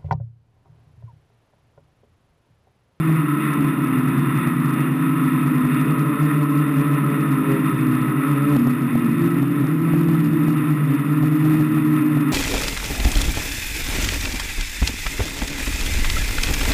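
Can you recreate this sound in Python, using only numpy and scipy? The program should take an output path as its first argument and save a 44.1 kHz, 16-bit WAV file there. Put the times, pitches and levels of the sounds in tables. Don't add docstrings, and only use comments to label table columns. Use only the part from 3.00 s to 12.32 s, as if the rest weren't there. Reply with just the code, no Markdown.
import sys
import numpy as np
from scipy import signal
from scipy.fft import rfft, irfft, next_fast_len
from scipy.io import wavfile
from scipy.ndimage import uniform_filter1d

SR = 44100
rng = np.random.default_rng(int(sys.argv[2]) if len(sys.argv) > 2 else 0)


def file_out(sig):
    cols = np.atleast_2d(sig).T
    lim = np.clip(cols, -1, 1)
    pcm = np.round(lim * 32767).astype(np.int16)
    wavfile.write(sys.argv[1], SR, pcm)


N = 411012
CUT_S = 5.567
CLIP = 0.325
HOLD_HZ, CARD_HZ, TOP_HZ = 12000, 48000, 15250


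def undb(db):
    return np.exp(np.asarray(db) * (np.log(10) / 20))


def unit(x):
    return x / np.sqrt(np.mean(x ** 2))


def curves(table):
    s, *columns = np.transpose(table)
    return np.array([np.interp(np.arange(N) / SR, s, c) for c in columns])


def walk(rate_hz, count=1):
    k = int(SR / rate_hz)
    held = np.repeat(rng.standard_normal((count, N // k + 1)), k, axis=1)
    slewed = uniform_filter1d(uniform_filter1d(held, k), k)
    return unit(slewed[:, :N])


def colour(x, gain_at):
    size = next_fast_len(N)
    hz = np.arange(1, size // 2 + 2) * SR / size
    return irfft(rfft(x, size) * gain_at(hz), size)[:N]


def response(table):
    hz, db = np.transpose(table)
    return lambda f: undb(np.interp(np.log(f), np.log(hz), db))


def ring(x, modes):
    def gain_at(hz):
        power = sum(undb(2 * db) / (1 + (2 * (hz - f) / w) ** 2) ** 1.755 for f, w, db in modes)
        return np.sqrt(power)
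    return unit(colour(x, gain_at))


def by_take(first, second):
    first = np.reshape(first, (len(first), -1))
    second = np.reshape(second, (len(second), -1))
    return np.where(np.arange(N) < CUT_S * SR, first, second)


def per_rotor(table, column):
    return by_take(*np.array(table)[:, :, column])


# [f/Hz, level/dB per Hz]
WASH = [(20, -36), (60, -20), (95, -21), (140, -5.5), (300, 2), (420, -6.5), (520, -14), (800, -16.5),
        (1500, -17.5), (3000, -25.5), (4200, -56.5), (5800, -48)]


def wash():
    air = unit(colour(rng.standard_normal(N), response(WASH)))
    return air * undb(-33 + 1.2 * walk(8)[0])


# [t/s, peak level/dB]
TICKS = [(0.167, -52), (0.4226, -53), (0.5364, -38), (0.609, -51), (0.873, -46), (1.074, -52), (1.353, -51),
         (1.707, -45), (1.9545, -53), (2.2817, -51), (2.4753, -45), (2.7681, -52), (2.9941, -41),
         (4.0648, -48), (4.2729, -53), (4.6139, -50), (4.6954, -48), (4.78, -47), (4.8495, -52),
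         (5.0742, -50), (5.22, -54), (5.2824, -43.5), (5.5618, -48), (6.6702, -38)]


def ticks():
    s, db = np.transpose(TICKS)
    kicks = np.zeros(N)
    kicks[(s * SR).astype(int) + 20] = undb(db + 27)
    return np.diff(kicks, prepend=0)


DRIFT_HZ = [(0, 171.5, 160.3, 161.8, 150.4, 135.5, 139.7), (.45, 167.5, 155, 154.7, 144.3, 144.9, 149.4),
            (.8, 164.4, 149, 140.7, 130.8, 148, 151.3), (1.4, 167.5, 151.6, 131.8, 120.9, 142.6, 147.7),
            (2.04, 162.6, 149.7, 141.4, 130.7, 147.6, 154.5),
            (2.75, 160.2, 147.8, 135, 125.9, 148.2, 152.1), (3.3, 154.9, 153, 147.5, 139.4, 148.3, 152.4),
            (4.1, 156.8, 149.3, 142.6, 135.1, 141.1, 147.5), (5.0, 156.9, 143.7, 126, 126, 142.9, 148),
            (5.55, 144.7, 142.4, 147.2, 141.3, 139.3, 144.3)]
# [t/s, blade rate f/Hz of rotors 1-6]
ROCK_HZ = [(5.57, 156.2, 138.3, 123.6, 132.2, 123.1, 137.4),
           (6.119, 166, 144.2, 120.5, 134.3, 111.2, 126.9), (6.5, 169.1, 146.5, 140.1, 134.7, 132, 132.5),
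           (6.9, 162.6, 145.7, 166.7, 126.6, 118.2, 150.5), (7.4, 164.9, 146.2, 162.6, 123.7, 113, 140.2),
           (7.999, 152.6, 149.2, 144.4, 137.2, 138.1, 137.3),
           (8.75, 147.7, 155.5, 139, 124.7, 114.1, 136.5), (9.32, 148.1, 150.2, 142.1, 131.4, 127.6, 135.2)]


def blade_rates():
    takes = DRIFT_HZ, ROCK_HZ
    inertia_s = 0.12
    smooth = [uniform_filter1d(curves(take), int(inertia_s * SR), mode="nearest") for take in takes]
    rate_hz = by_take(*smooth)
    mean_hz = by_take(*(np.mean(take, axis=0)[1:] for take in takes))
    return rate_hz, rate_hz - mean_hz


# [t/s, extra swing level/dB]
SLAMS = [(1.472, 1.5), (2.65, 0), (5.561, 0), (5.669, 4), (5.953, 8), (6.426, 2), (6.935, 2.1), (7.085, 0),
         (7.48, 1.5), (8.231, 0.5), (8.607, -1), (9.169, 2.5)]


def in_step(shaft):
    at = ((np.transpose(SLAMS)[0] + .003) * SR).astype(int)
    miss = np.unwrap(-2 * shaft[:, at] % (2 * np.pi), axis=1) / 2
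    return shaft + np.array([np.interp(np.arange(N), at, m) for m in miss])


def hold_swings(tones):
    t = np.arange(N) / SR
    slam_db = sum(db * np.exp(-((t - s - .003) / 0.0021) ** 2) for s, db in SLAMS)
    top = 0.29 * undb(slam_db)
    swing = uniform_filter1d(np.abs(signal.hilbert(tones, next_fast_len(N))[:N]), size=300)
    lull = undb(-6 * np.exp(-((t - .035) / 0.022) ** 2))
    return lull * tones / (1 + (swing / top) ** 6) ** (1 / 6)


def shaft_angles(rate_hz):
    speed_hz = rate_hz / 2 * (1 + 0.00391 * walk(30, count=6))
    shaft = in_step(2 * np.pi * np.cumsum(speed_hz, axis=1) / SR)
    return shaft + .06 * np.pi * (np.arange(N) < CUT_S * SR)


# [hum/dB, octave/dB, upper tones/dB, unbalance tones/dB]
NEAR_DB = [
    [(-28.5, -30, -6, -10.5), (-31, -35.5, -13.5, -8.5), (-26, -29, 3.5, -10), (-33, -25, -7.5, -4.5),
     (-26.5, -33.5, -11, -2), (-52, -36, -7, -25)],
    [(-30.5, -33.5, -10.5, -8), (-25.5, -23.5, -7, -11), (-28.5, -26.5, -11.5, -24), (-31.5, -28, -11, -9),
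     (-37, -28.5, -10, -8.5), (-32, -36.5, -13.5, -13)],
]


def blades(shaft):
    chop = np.exp(1.08 * np.cos(4 * shaft)) * rng.standard_normal((6, N))
    air = unit(chop.sum(axis=0)) * undb(0.97 * walk(25)[0])
    passes = np.exp(300 * (np.cos(2 * shaft) - 1))
    slaps = (undb(3.0 * walk(60, count=6)) * passes).sum(axis=0)
    slaps = unit(colour(slaps, lambda hz: hz > 700))
    magnets = np.cos(14 * shaft) + .7 * np.cos(18 * shaft)
    whine = (undb(per_rotor(NEAR_DB, 2)) * magnets).sum(axis=0)
    return air + undb(-16.5) * slaps + undb(-29.5) * whine


# [f/Hz, width/Hz, level/dB]
LOW_RING = [(1024, 102, -4.5), (1126, 140, -7), (1283, 110, 1), (1374, 150, -7)]
HIGH_RING = [(1800, 200, 4.5), (1956, 237, 6), (2233, 170, 0), (2524, 168, 4.5), (2776, 70, 1.5),
             (3130, 55, -9), (3564, 290, -5)]
# [low ring level/dB, high ring level/dB, gustiness/dB]
CASE_DB = [
    (-31, -36.5, 0.75),
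    (-35, -39, 0.75),
]


def case(drive):
    low_db, high_db, gust_db = by_take(*CASE_DB)
    gust = undb(gust_db * walk(20)[0])
    low = undb(low_db) * ring(drive, LOW_RING)
    high = undb(high_db + 1.06 * walk(16)[0]) * ring(drive, HIGH_RING)
    return gust * (low + high)


# [multiple of shaft rate, level/dB]
ORDERS_DB = [
    (1, -51.5),
    (3, -34),
    (5, -49.5),
    (6, -43.5),
    (8, -50.5),
    (10, -62),
]
# [hum/dB per Hz, octave/dB per Hz]
SWELL_DB_HZ = [
    [(-0.45, -.5), (.7, .1), (0.03, 0.09), (0.08, -.3), (-0, -0.6), (.1, 0.95)],
    [(0.17, 0.07), (0.18, 0.1), (0.35, -0.18), (0.26, 0.45), (0.091, -0.4), (0.11, 0.13)],
]
# [f/Hz, level/dB]
FRAME = [(110, -3.5), (160, 0.45), (250, -0.5), (320, -0.4), (420, 1.5), (520, -4), (580, 2.5), (640, -1)]


def hum(shaft, push_hz):
    fade_db = 2 * walk(3.5, count=12)
    hum_db = per_rotor(NEAR_DB, 0) + per_rotor(SWELL_DB_HZ, 0) * push_hz + fade_db[:6]
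    octave_db = per_rotor(NEAR_DB, 1) + per_rotor(SWELL_DB_HZ, 1) * push_hz + fade_db[6:]
    tones = undb(hum_db) * np.cos(2 * shaft)
    tones = tones + undb(octave_db + 1.3 * walk(12, count=6)) * np.cos(4 * shaft + 1.1)
    t = np.arange(N) / SR
    lean_s, lean_db = 2.9, 9
    tilt_db = lean_db * np.clip((t - lean_s) / 0.28, -1, 0) * (t < CUT_S)
    upper = undb(per_rotor(NEAR_DB, 2) + tilt_db)
    unbalance = undb(per_rotor(NEAR_DB, 3))
    reach = upper, unbalance
    weak = sum(undb(db) * reach[order % 2] * np.cos(order * shaft) for order, db in ORDERS_DB)
    thump = undb(-79 + 3 * walk(3.6)) * np.cos(shaft)
    tones = tones + thump + undb(3.3 * walk(14, count=6)) * weak
    flutter = undb(1.68 * walk(25, count=6))
    summed = -np.sqrt(2) * (flutter * tones).sum(axis=0)
    return colour(summed, response(FRAME))


def scene():
    rate_hz, push_hz = blade_rates()
    shaft = shaft_angles(rate_hz)
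    heard = wash() + ticks() + case(blades(shaft)) + hold_swings(hum(shaft, push_hz))
    port_hz = 45
    return colour(heard, lambda hz: hz / np.hypot(hz, port_hz))[None]


GRIT_DB = [
    (-39.5,),
    (-37,),
]


def grit(coarse):
    count = coarse.size
    swing = uniform_filter1d(coarse ** 2, size=120) / CLIP ** 2 + 0.039
    steps = np.repeat(rng.standard_normal(count // 128 + 1), 128)[:count]
    take_db = np.where(np.arange(count) < CUT_S * HOLD_HZ, *np.ravel(GRIT_DB))
    band = signal.butter(1, [2000, 5650], "band", fs=HOLD_HZ, output="sos")
    noise = signal.sosfilt(band, rng.standard_normal(coarse.shape))
    return undb(take_db + 2.8 * steps) * swing ** 0.62 * noise


def roll_off(x):
    return signal.sosfilt(signal.butter(12, 15600, fs=SR, output="sos"), x)


def record(dry):
    coarse = signal.resample_poly(dry, HOLD_HZ, SR, axis=1)
    clipped = np.clip(coarse + CLIP * grit(coarse), -CLIP, CLIP)
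    held = np.repeat(clipped, CARD_HZ // HOLD_HZ, axis=1)
    held = signal.resample_poly(held, SR, CARD_HZ, axis=1)[:, :N]
    lowpass = signal.ellip(10, .1, 50, TOP_HZ, fs=SR, output="sos")
    mix = signal.sosfiltfilt(lowpass, held)
    return roll_off(mix)


dry = scene()
out = record(dry)
file_out(out)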